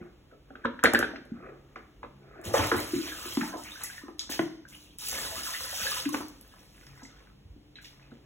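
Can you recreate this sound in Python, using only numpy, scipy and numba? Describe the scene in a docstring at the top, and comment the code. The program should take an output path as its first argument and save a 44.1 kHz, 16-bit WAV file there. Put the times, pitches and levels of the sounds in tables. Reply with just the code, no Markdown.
"""Water bucket in a tiled room

Place: a plastic bucket of water on wet tiles. Microphone: a phone held close above it, two ports.
The handle is let down and rattles on the rim (damped modes and short clacks); the bucket is tipped twice.
Spills spatter on the tiles (many tiny damped rings), and the rest slops back with deep glugs (rising tones).
Bare feet thud on the floor; behind it all lie low air noise, a faint hum and the ring of the room."""
import sys
import numpy as np
from scipy import signal
from scipy.fft import rfft, irfft
from scipy.io import wavfile
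from numba import njit

SR = 44100
rng = np.random.default_rng(int(sys.argv[2]) if len(sys.argv) > 2 else 0)


def generate_wav(signal):
    """Clip the signal to [-1, 1] and save it as 16-bit WAV at the path in sys.argv[1]."""
    frames = np.transpose(np.atleast_2d(signal))
    scaled = np.clip(frames, -1, 1) * 32767
    pcm = np.round(scaled).astype(np.int16)
    wavfile.write(sys.argv[1], SR, pcm)


N = 363825
TIME = np.arange(N) / SR
FREQ = np.fft.rfftfreq(N, 1 / SR)
TOP_HZ = 15900  # the phone passes nothing much above this

# All event and mode levels are relative: each source trims them.
# runs of water over the tiles, two tippings and a last trickle:
# (time [s], length [s], churn [dB], patter [dB], spray [dB], sag [dB/s])
SPILLS = [(2.435, 0.044, -40.5, -50.5, -46.5, -41), (2.526, 0.26, -27.5, -35.5, -37.5, 28),
          (2.807, 0.45, -51, -46.5, -46, 2), (3.24, 0.23, -55, -49, -46, 3.5),
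          (3.559, 0.43, -69, -49, -51.5, 9.5), (4.176, 0.025, -75, -49.5, -58.5, -1),
          (4.294, 0.043, -41, -41, -36, 125), (4.676, 0.26, -101.5, -57.5, -55, 48),
          (4.979, 0.1, -72, -54.5, -45.5, -41.5), (5.058, 0.35, -43, -41.5, -38, 13.5),
          (5.425, 0.34, -69, -44.5, -39, 13.5), (5.732, 0.26, -53.5, -43, -38, 3),
          (6.12, 0.016, -37.5, -44, -38.5, 82), (6.273, 0.69, -66.5, -61.5, -66.5, -1.5),
          (6.95, 0.34, -58.5, -55, -70.5, 20), (7.809, 0.052, -76, -60, -57.5, 17.5),
          (7.874, 0.39, -65.5, -65, -85, 0)]
# sizes of bubble in the running stream: (lowest [Hz], highest [Hz], level [dB])
BUBBLES = [(484, 1100, -9), (1105, 1700, -5), (1590, 2600, -4), (2426, 4200, -2.5)]
# colour of the spray: (frequency [Hz], gain [dB])
SPRAY = [(1500, -18), (3000, 4), (4500, -0.5), (7000, 0), (10000, 1.5), (13000, 2), (15500, 4)]
# swarms of bubbles under single gouts: (time [s], length [s], level [dB], pitch [Hz], slide [octaves])
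SWARMS = [(2.451, 0.027, -34.5, 2960, 0.43), (2.484, .05, -39, 740, -0.49), (2.553, .06, -29, 2120, -.2),
          (2.597, .05, -28, 1157, 0.62), (2.734, .06, -29, 1350, .2), (2.81, .08, -42, 2160, -0.26),
          (2.858, 0.07, -51, 1210, 0.47), (3.008, 0.032, -34, 2890, -.4), (3.046, .06, -42, 1880, -.7),
          (3.08, 0.037, -34.5, 2960, 0.11), (3.125, .11, -38, 1300, -0.43), (3.246, .045, -34.5, 2780, 0.4),
          (3.42, .09, -39.5, 1650, -0.47), (3.517, 0.082, -38.5, 990, 0.42), (3.642, .06, -36, 2400, 0.41),
          (3.832, .07, -40, 2185, -0.7), (3.745, 0.047, -47, 1580, -0.35), (3.92, .07, -44, 1840, -.3),
          (4.011, 0.089, -44.5, 1140, -0.15), (4.322, .055, -36, 2900, 0.65), (4.72, .03, -43, 2740, 0.26),
          (4.836, .1, -47.5, 2950, -.2), (5.146, .078, -48, 710, 0.17), (5.21, .06, -39, 2380, .3),
          (5.278, 0.068, -42, 710, -0.23), (5.451, .04, -36, 1320, -0.51), (5.528, .04, -28, 3430, -0.17),
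          (5.355, .06, -40, 1295, .3), (5.53, .06, -41, 1750, 0.38), (5.634, .08, -37, 1597, -0.53),
          (5.84, .14, -45, 853, 0.36), (5.771, .09, -35, 1440, 0.38), (5.784, .066, -26.5, 2850, -0.31),
          (5.891, .055, -26.5, 3050, -.2), (5.87, .07, -38, 1333, -0.72), (5.936, 0.047, -36, 1370, -.5),
          (5.964, .032, -28.5, 2980, .2), (6.865, 0.097, -51.5, 1940, -.5),
          (6.967, .06, -49.5, 1540, -0.54), (7.042, .16, -57, 1620, .4), (7.763, .056, -51, 1880, -0.36),
          (7.841, .043, -43.5, 2850, .4), (7.897, 0.082, -60, 2210, -0.13), (7.982, .09, -56, 2090, 0.6)]
# single hard drops that crack on the tiles: (time [s], level [dB])
SPITS = [(2.415, -39), (2.54, -35), (2.6707, -14.5), (2.767, -18.5), (2.783, -22), (2.8022, -14),
         (3.338, -24), (3.837, -16), (4.192, -40), (4.701, -37), (4.986, -16), (5.086, -14.5),
         (5.455, -29.5), (5.911, -12), (6.092, -16), (6.2833, -25), (6.412, -31), (6.478, -38)]
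# slaps of water on plastic and tile, and from 1.758 to 2.03 s short noisy bursts as the handle creaks in its
# hinges: (time [s], level [dB], pitch [Hz], decay [s])
SLAPS = [(1.758, -55, 2500, 0.011), (1.762, -47, 1520, 0.047), (1.762, -39, 635, 0.0098),
         (2.03, -46.5, 2490, 0.0083), (2.539, -20, 706, 0.033), (2.54, -26.5, 1570, 0.035),
         (2.591, -24, 1060, 0.019), (2.716, -10.5, 1450, 0.0051), (2.743, -25, 1080, 0.0072),
         (3.3712, -22, 1010, 0.0016), (3.371, -16.5, 2300, 0.0014), (3.410, -21.5, 1830, 0.0054),
         (3.428, -42, 960, 0.075), (3.537, -30, 726, 0.017), (3.636, -36, 8200, 0.0039),
         (3.834, -34.5, 9200, 0.038), (4.082, -33, 880, 0.0069), (4.1938, -15, 4300, 0.00071),
         (4.194, -23, 6700, 0.00098), (4.193, -37.5, 6000, 0.035), (4.294, -19.5, 790, 0.0021),
         (4.314, -35.5, 3820, 0.033), (4.392, -18, 1200, 0.0035), (4.392, -23.5, 2480, 0.0034),
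         (6.054, -28, 2340, 0.0062), (6.14, -19.5, 710, 0.0054), (6.142, -20.5, 1330, 0.0061),
         (6.146, -17, 2470, 0.0017), (6.205, -28.5, 1050, 0.0079), (6.867, -36, 4500, 0.0016),
         (7.02, -40, 1050, 0.0038), (7.032, -42, 5700, 0.0045), (7.034, -49, 6050, 0.037),
         (7.756, -50, 2960, 0.042), (7.844, -42.5, 4420, 0.015)]
# the few bubbles that ring out above the patter: (time [s], level [dB], pitch [Hz])
PLINKS = [(3.120, -31.5, 1596), (3.411, -29, 1710), (3.416, -30, 1530), (3.430, -32.5, 855),
          (3.475, -39, 1320), (3.528, -39, 1570), (3.553, -47, 1100), (3.718, -31.5, 3640),
          (3.757, -39, 1530), (3.8435, -35.5, 1910), (3.9, -37, 1600), (3.980, -34.5, 1790),
          (4.3198, -34, 1770), (4.652, -41.5, 1544), (4.748, -41, 2830), (5.320, -37, 634),
          (5.363, -34, 1154), (5.468, -33, 1340), (5.5397, -30, 1810), (5.548, -29.5, 1950),
          (5.8677, -23, 1650), (5.917, -29, 1177), (5.9653, -34.5, 984), (6.09, -35.5, 1064),
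          (7.052, -42.5, 2020), (7.7858, -43, 1580), (7.756, -36.5, 3900), (7.853, -48, 1850),
          (8.026, -51, 2500)]
# dull thuds of the water's weight and of bare feet: (time [s], level [dB], pitch [Hz], t60 [s])
THUDS = [(2.598, -34.5, 137.7, 0.23), (2.625, -31, 85, 0.12), (2.944, -34.5, 140, 0.092),
         (4.398, -29.5, 157, 0.066), (6.064, -48, 131, 0.13), (6.869, -47, 139.2, 0.72),
         (7.447, -40, 83.6, 0.067), (7.498, -37, 68, 0.06), (7.514, -45, 45, .12)]
# air pockets that close in the bucket: (time [s], pitch [Hz], level [dB], t60 [s], swell [s])
GLUGS = [(.005, 349.4, -43.5, 0.19, .005), (.012, 192, -34.5, 0.04, .0023),
         (1.318, 230, -25.5, 0.025, .004), (2.513, 326, -31, .064, .003), (2.539, 556, -14, 0.032, .0045),
         (2.589, 297, -22.5, 0.076, .004), (2.718, 452, -19, .07, .002), (2.722, 322, -21, .05, .008),
         (2.742, 330, -17.5, 0.022, .003), (2.933, 344, -18, 0.026, .012), (2.961, 294, -22, 0.049, .004),
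         (2.98, 319, -27, 0.13, .006), (3.257, 343, -33, 0.037, .003), (3.372, 286, -15, 0.025, .0065),
         (3.416, 210, -26.5, 0.04, .007), (3.548, 314, -34.5, .089, .005),
         (4.036, 290, -34.5, 0.075, .0012), (4.085, 313, -34, 0.054, .0026),
         (4.297, 297, -30, 0.052, .0014), (4.393, 670, -19, 0.027, .001), (4.393, 323, -16.5, 0.095, .0023),
         (5.735, 730, -36.5, 0.035, .0017), (6.056, 297, -19.5, 0.074, .013),
         (6.142, 284, -25.5, 0.042, .005), (6.205, 308, -29.5, 0.021, .002), (7.025, 265, -43, 0.1, .0046),
         (7.561, 282, -43.5, 0.026, .003), (8.119, 256, -41, .07, .0026)]
# clacks of the handle: (time [s], level [dB], pitch [Hz], contact [s])
CLACKS = [(.316, -48.5, 1430, 0.0019), (0.337, -52, 1315, 0.0048), (.506, -42, 1440, 0.0015),
          (.5555, -31.5, 1470, 0.0011), (0.643, -33, 1600, 0.0023), (.649, -27, 1590, 0.003),
          (0.6521, -18, 1047, 0.0021), (0.6552, -12, 1460, 0.00093), (.792, -26.5, 1660, 0.00081),
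          (0.831, -20.5, 1550, 0.00096), (.839, -9.5, 1250, .0012), (0.8441, -3.5, 1590, 0.00091),
          (0.8505, -11, 1880, 0.001), (0.8571, -1.5, 1800, 0.0009), (0.865, -12, 1620, 0.0015),
          (.8725, -15, 1450, 0.0013), (.936, -15, 1320, 0.00094), (.949, -6, 1780, 0.0013),
          (.956, -8.5, 1610, 0.0016), (.992, -20, 1370, 0.0012), (1.005, -20.5, 1690, 0.0015),
          (1.012, -17.5, 1590, 0.00078), (1.028, -11.5, 1520, 0.0012), (1.044, -19.5, 1593, .002),
          (1.16, -24.5, 1900, 0.00046), (1.759, -34.5, 2250, 0.001), (1.7616, -30, 1250, 0.0014),
          (2.032, -27, 1040, 0.00099), (2.048, -33.5, 1147, 0.0016), (8.118, -44.5, 1400, 0.0011)]
# blows on the bucket: (time [s], body level [dB], sharp tick level [dB], scrape decay [s])
KNOCKS = [(.317, -42.5, -90, .014), (.502, -35.5, -71.5, .003), (.552, -41, -78.5, .001),
          (.648, -19, -47.5, .004), (.838, -11, -11.5, .001), (.842, -13, -38, .001),
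          (.869, -18.5, -44, .001), (.9355, -11.5, -17, .001), (.948, -32, -27.5, .001),
          (.9905, -18, -18, .001), (1.003, -28, -48, .001), (1.022, -21, -52, .001),
          (1.132, -31, -66, .0043), (1.253, -45, -53, .001), (1.759, -40, -80, .004),
          (2.03, -33, -68, .008), (8.116, -41.5, -80, .0034)]
# modes of the handle and rim, before jitter: (frequency [Hz], level [dB], t60 [s])
HANDLE = [(976, -8, .055), (1185, -14.5, .044), (1490, -3.5, 0.009), (1420, -2.5, 0.0063),
          (1500, -15.5, 0.025), (1645, 3, 0.025), (1685, -14, 0.0064), (1910, -3.5, 0.012),
          (2140, -16.5, 0.038), (2880, -6.5, 0.0079), (3100, -11.5, 0.014), (2400, -12.5, .04),
          (3570, -19, .05), (3940, -18, .052)]
# modes of the bucket's wall and base, before jitter: (frequency [Hz], level [dB], t60 [s])
BODY = [(84, -18, 0.12), (118, -10.5, 0.071), (166, -12, .059), (212, -9.5, .077), (256, -6, 0.11),
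        (281.7, -4, 0.089), (341.5, -1, 0.077), (391, -2.5, .05), (470, 0.5, 0.054), (595, 2.5, 0.041),
        (756, -4.5, 0.046)]
# waves that run up the bucket's wall: (time of the crest [s], level [dB])
WAVES = [(0, -53.5), (.62, -60), (1.101, -53.5), (1.469, -51), (1.7, -69.5), (2.301, -61), (2.39, -54),
         (2.5, -49.5)]
# colour of the still room: (frequency [Hz], relative level per Hz [dB])
AIR = [(20, -58.5), (33, -2), (48, 3.5), (85, -4.5), (150, -7.5), (300, -9.5), (450, -14), (800, -20.5),
       (1600, -28.5), (3000, -25), (5000, -31.5), (9000, -40.5), (16000, -40)]
# faint hum of the room: (frequency [Hz], level [dB])
HUM = [(47.5, -74), (100, -74.5), (137, -65), (199, -72), (299, -68)]
# ring of the tiled room: (frequency [Hz], t60 [s], strength [dB])
ROOM = [(101, 0.8, -1.5), (288, 0.61, 4), (700, 0.53, 0), (2010, 0.52, -0.5), (5000, 0.64, 1),
        (9000, 0.35, -0.5), (16000, 0.13, -0.5)]
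# phase between the two microphone channels: (frequency [Hz], phase [half turns])
PORTS = [(0, .05), (250, .18), (700, .42), (1100, .31), (1800, .31), (2500, .5), (3700, .58), (4600, .97),
         (4900, 1.03), (6500, 1.95), (7300, 2.05), (8600, 2.95), (9200, 3.05), (10600, 3.95), (11300, 4.05),
         (12800, 4.95), (13500, 5.05), (14900, 5.95), (16000, 6.05)]


def pour(clump_db=2.5, foam=0.47, shift_db=3.5):
    """The stream breaks on the tiles in gouts: large bubbles, pattering drops and a fine crackle of spray."""
    _, _, churns, patters, sprays, _ = np.transpose(SPILLS)
    gouts = clump_db * walk(28)
    # churn and patter build over a share of each spill's length, so they lag the spray
    churn_db = spill_level(churns, rise_share=0.192) + gouts
    patter_db = spill_level(patters, rise_share=0.17) + gouts
    spray_db = spill_level(sprays) + gouts / 2
    # only a strong stream drags air under; a thin film just hisses as it spreads
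    bubble_db = patter_db + foam * np.minimum(patter_db + 37.5, 0)

    drumming = drops(churn_db, 75, 330, rate=47, cycles=8, glide=0, spread_db=5, thinning=0.054)
    drone = undb(patter_db) * unit(band(rng.standard_normal(N), 47.5, 95))
    churn = drops(churn_db, 380, 1100, rate=420, cycles=11, glide=0.2, spread_db=2, thinning=0.24)
    # each size of bubble comes and goes on its own, so the colour of the pour keeps shifting
    bubbles = np.zeros(N)
    for lo_hz, hi_hz, db in BUBBLES:
        flow_db = bubble_db + shift_db * walk(22)
        bubbles += undb(db) * drops(flow_db, lo_hz, hi_hz, rate=lo_hz / 5, cycles=1.1 * np.sqrt(lo_hz),
                                    glide=0.28, spread_db=3.8, thinning=0.2)
    patter = drops(patter_db, 950, 5200, rate=700, cycles=4, glide=0.05, spread_db=5.2, thinning=0.18)
    spray = drops(spray_db, 3800, 21000, rate=3000, cycles=1.4, glide=0.036, spread_db=-1.5, thinning=0.13)
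    fizz = drops(spray_db, 3800, 14000, rate=800, cycles=45, glide=0.08, spread_db=3.6, thinning=0.25)

    deep = undb(-11.5) * drumming + undb(-14) * drone + undb(-8) * churn
    bright = undb(-7.5) * patter + undb(-2.5) * colour(spray, SPRAY) + undb(-3) * fizz
    return deep + bubbles + bright


def spill_level(levels, rise_share=0, attack_s=0.012, release_db_per_s=155):
    """Level in dB of all spills together: each rises, sags while it runs, then dies away."""
    power = np.zeros(N)
    for (s, length, *_, sag), db in zip(SPILLS, levels):
        age = np.maximum(TIME - s, 0)
        attack = np.minimum(age / (attack_s + rise_share * length), 1)
        sagged = db - sag * np.minimum(age, length)
        released = sagged - release_db_per_s * np.maximum(age - length, 0)
        power += (attack * undb(released)) ** 2
    return 10 * np.log10(power + 1e-10)


def swarms(swarm_db=1.5, size_spread=0.218, cycles=42, glide=0.29, count=17):
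    """A gout drags air under: like-sized bubbles chirp upwards while the whole swarm slides in pitch."""
    out = np.zeros(N)
    for s, length, db, centre_hz, slide in SWARMS:
        when, size, softness = rng.random((3, count))
        progress = (np.arange(count) + when) / count
        start = ((s + length * progress) * SR).astype(np.int64)
        hz = centre_hz * 2 ** (slide * (progress - 0.5)) * np.exp(size_spread * (2 * size - 1))
        gain = undb(db + swarm_db - 10 * softness)
        out += grains(start, hz, cycles * (0.5 + softness), gain, float(glide))  # softer ones ring longer
    return out


def spits(spit_db=-1):
    """Each hard drop is one short, bright crack of noise."""
    out, t = np.zeros(N), TIME[:SR // 200]
    snap = np.exp(-t / 0.0004)
    for s, db in SPITS:
        crack = band(rng.standard_normal(len(t)) * snap, 7800, 0.45 * SR)
        add(out, s, undb(db + spit_db) * crack / np.abs(crack).max())
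    return out


def slop(slap_db=-4, plink_db=0, thud_db=-2, plink_cycles=60):
    """Waves fold over in slaps of decaying noise (the handle's hinges creak in a few such bursts too), with
    single ringing bubbles and dull falling thuds."""
    out, t = np.zeros(N), TIME[:SR // 6]
    for s, db, hz, decay in SLAPS:
        top_hz = 1.232 * hz
        spatter = unit(band(rng.standard_normal(len(t)), top_hz / 2, top_hz))  # one octave
        add(out, s, undb(db + slap_db) * spatter * np.exp(-t / decay))
    for s, db, hz in PLINKS:
        add(out, s, undb(db + plink_db) * bubble(hz, plink_cycles / hz, swell=0.00044, glide=0.22))
    for s, db, hz, t60 in THUDS:
        add(out, s, undb(db + thud_db) * bubble(hz, t60, swell=0.0054, glide=-0.2))
    return out


def glugs(glug_db=-0.74, glide=0.08):
    """Large pockets of air close and ring as one deep, clean tone each."""
    out = np.zeros(N)
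    for s, hz, db, t60, swell in GLUGS:
        add(out, s, undb(db + glug_db) * bubble(hz, t60, swell, glide))
    return out


def handle(clack_db=-2.5, ring_db=-15, body_db=-3, tick_db=-2, rasp_db=-11, scrape_s=0.0032):
    """The handle clacks in its hinges and on the rim; blows also boom in the bucket and tick."""
    out, t = np.zeros(N), TIME[:SR // 20]
    for s, db, hz, contact in CLACKS:
        add(out, s - 3 * contact, undb(db + clack_db) * clack(hz, contact))  # its peak falls at s
        add(out, s, undb(db + ring_db) * strike(HANDLE, scrape_s))
        rasp = band(rng.standard_normal(len(t)) * np.exp(-t / 0.007), hz / 1.9, hz * 2.37, order=4)
        add(out, s, undb(db + rasp_db) * rasp)
    for s, body, tick, scrape in KNOCKS:
        add(out, s, undb(body + body_db) * strike(BODY, scrape))
        snap = rng.standard_normal(len(t)) * np.exp(-t / 0.0018)
        add(out, s, undb(tick + tick_db) * band(snap, 2800, 15000))
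    return out


def clack(hz, contact):
    """Well-damped plastic flexes for a few cycles, swelling and fading with the contact; peak 1."""
    t = TIME[:int(6 * contact * SR)] - 3 * contact
    return np.exp(-(t / contact) ** 2) * np.cos(2 * np.pi * hz * t)


def strike(modes, scrape, jitter=0.037, chatter=0.49, place_db=2.5):
    """A blow and a short scrape of tiny catches excite the modes, differently at each place; peak 1."""
    t = TIME[:SR // 4]
    push = chatter * rng.standard_normal(len(t)) * np.exp(-t / scrape) * np.sqrt(scrape * 10)
    push[0] += 1
    ring = np.zeros(len(t))
    for hz, db, t60 in modes:
        gain = undb(db + place_db * rng.standard_normal())
        mode_hz = hz * (1 + jitter * rng.standard_normal())
        ring += gain * np.exp(-np.log(1000) * t / t60) * np.sin(2 * np.pi * mode_hz * t)
    # soft plastic takes a cycle or two of its middle mode to get moving
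    middle_hz = modes[len(modes) // 2][0]
    ring = ring * (1 - np.exp(-(t * middle_hz / 0.98) ** 2))
    x = signal.fftconvolve(ring, push)[:len(t)]
    return x / np.abs(x).max()


def sway(rise_db_per_s=88.5, fall_db_per_s=154.5, ripple_db=-78):
    """Ripples lap at the bucket's wall, swelling towards the crest of each wave."""
    levels = [db - np.maximum(rise_db_per_s * (s - TIME), fall_db_per_s * (TIME - s)) for s, db in WAVES]
    # faint ripples last until the first spill
    levels.append(np.where(TIME < SPILLS[0][0], ripple_db, -100))
    db = np.max(levels, axis=0)
    swell = drops(db, 320, 800, rate=660, cycles=14, glide=0.065, spread_db=4.5, thinning=0.24)
    ripples = drops(db, 1100, 2500, rate=630, cycles=25, glide=0.1, spread_db=1.5, thinning=0.1)
    # the hollow of the bucket picks out one octave of each
    hollow = undb(-4) * band(swell, 235, 470) + undb(-9) * band(ripples, 880, 1760)
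    return undb(2) * swell + undb(-3) * ripples + hollow


def still_room(air_db=-58.5, hum_db=-1, waver_db=5.5, drift_db=1.0):
    """Low drifting air noise and a faint hum whose tones waver in level."""
    out = undb(air_db + drift_db * walk(2.2)) * unit(colour(rng.standard_normal(N), AIR))
    for hz, db in HUM:
        out += undb(db + hum_db + waver_db * walk(4.6)) * np.sin(2 * np.pi * hz * TIME)
    return out


def tiles(x, wet_db=-4, early_db=5, early_s=0.023, gap_s=0.0036):
    """A strong early return from floor and walls, then the ring of a hard room: noise decaying by band."""
    t, f = TIME[:SR], np.arange(SR // 2 + 1)
    noise = rfft(rng.standard_normal(SR)) * undb(lookup(f, ROOM, axis=2))
    edges = np.r_[0, np.geomspace(150, 12000, num=8), SR]
    tail = np.zeros(SR)
    for lo, hi in zip(edges, edges[1:]):
        t60 = lookup(min((lo + hi) / 2, TOP_HZ), ROOM)
        tail += irfft(noise * (f >= lo) * (f < hi), SR) * np.exp(-np.log(1000) * t / t60)
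    tail = tail * (t > gap_s) * (1 + undb(early_db) * np.exp(-t / early_s))
    return undb(wet_db) * signal.fftconvolve(x, tail / np.sqrt(np.sum(tail ** 2)))[:N]


def microphones(front, across):
    """Two close ports: the bass is alike in both, the treble swings in and out of phase."""
    angle = np.pi / 2 * np.interp(FREQ, *np.transpose(PORTS))
    mid = irfft(rfft(front) * np.cos(angle), N)
    side = irfft(rfft(across) * 1j * np.sin(angle), N)
    return np.array([mid + side, mid - side])


def bubble(hz, t60, swell, glide):
    """A pocket of air rings, its pitch rising as it nears the surface (falling if glide < 0); peak 1."""
    t = TIME[:int(1.3 * t60 * SR)]
    envelope = (1 - np.exp(-(t / swell) ** 2)) * np.exp(-np.log(1000) * t / t60)
    pitch = hz * (1 + glide * (t - 2 * swell) / t60)
    return envelope / envelope.max() * np.sin(2 * np.pi * np.cumsum(pitch) / SR)


def drops(db, lo_hz, hi_hz, rate, cycles, glide, spread_db, thinning):
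    """Random drops, at most rate per s, follow a level curve: a weaker flow gives fewer and smaller ones."""
    u = rng.random((int(rate * N / SR), 5))
    start = (u[:, 0] * (N - 1)).astype(np.int64)
    share = undb(thinning * (db[start] - db.max()))  # chance that a drop falls
    hz = lo_hz * (hi_hz / lo_hz) ** u[:, 1]
    rings = cycles * (0.5 + u[:, 2])
    size = undb(-spread_db * np.log(0.015 + u[:, 3])) * np.sign(u[:, 2] - 0.5)
    # level the sum, whatever the number of drops and their length
    energy = np.sum(size ** 2 * rings / hz) * SR / 56 / N
    size = size * undb(db[start]) / np.sqrt(share * energy)
    kept = u[:, 4] < share
    return grains(start[kept], hz[kept], rings[kept], size[kept], float(glide))


@njit
def grains(start, hz, cycles, size, glide):
    """Sum of tiny damped rings, each swelling quickly, then dying within its cycles as its pitch glides."""
    out = np.zeros(N)
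    for k in range(len(start)):
        length = int(cycles[k] * SR / hz[k]) + 2
        step = 2 * np.pi * hz[k] / SR
        z = size[k] + 0j
        turn = np.exp(1j * step - 6 / length)
        bend = np.exp(1j * step * glide / length)
        for i in range(start[k], min(start[k] + length, N)):
            z *= turn
            turn *= bend
            out[i] += z.imag * min(1., 9 * (i - start[k] + 1) / length)
    return out


def walk(rate):
    """Random levels, rate per second, joined by straight lines."""
    knots = np.arange(int(rate * N / SR) + 2) / rate
    return np.interp(TIME, knots, rng.standard_normal(len(knots)))


def undb(db):
    """Decibels to gain."""
    return 10 ** (np.asarray(db) / 20)


def unit(x):
    """Scale to rms 1."""
    return x / np.sqrt(np.mean(x ** 2) + 1e-20)


def add(out, s, x):
    """Mix x into out from time s."""
    i = int(np.clip(s * SR, 0, N - 1))
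    out[i:i + len(x)] += x[:N - i]


def lookup(hz, points, axis=1):
    """Read one column of a (frequency [Hz], ..) table on a log-frequency axis."""
    columns = np.transpose(points)
    return np.interp(np.log(np.maximum(hz, 1)), np.log(columns[0]), columns[axis])


def colour(x, points):
    """Filter by a (frequency [Hz], gain [dB]) spectrum."""
    return irfft(rfft(x) * undb(lookup(FREQ, points)), N)


def band(x, lo_hz, hi_hz, order=2):
    """Causal band-pass."""
    return signal.sosfilt(signal.butter(order, [lo_hz, hi_hz], "band", fs=SR, output="sos"), x)


def scene():
    """Bucket and water lie straight ahead of the ports, close by; the room answers from all round."""
    plastic, pockets = handle(), glugs()
    water = slop() + pour() + swarms() + spits() + sway()
    near = plastic + pockets + water
    # the rim and glugs are nearer than the floor, so they carry less of the room
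    spread = undb(-2.5) * plastic + undb(-4) * pockets + water
    front = near + tiles(spread) + still_room()
    # from the sides: recoloured direct sound, another echo and other air
    side_colour = [(300, -5.5), (1100, 1.5), (1900, 2.5), (3500, -5.5), (5000, 0.5)]
    across = colour(near, side_colour) + tiles(spread) + still_room()
    return microphones(front, across)


def record(dry):
    """The phone cuts the deepest rumble and the top."""
    dry = signal.sosfilt(signal.butter(4, 38, "high", fs=SR, output="sos"), dry)
    return signal.sosfilt(signal.ellip(10, 0.2, 80, TOP_HZ, fs=SR, output="sos"), dry)


dry = scene()
out = record(dry)
generate_wav(out)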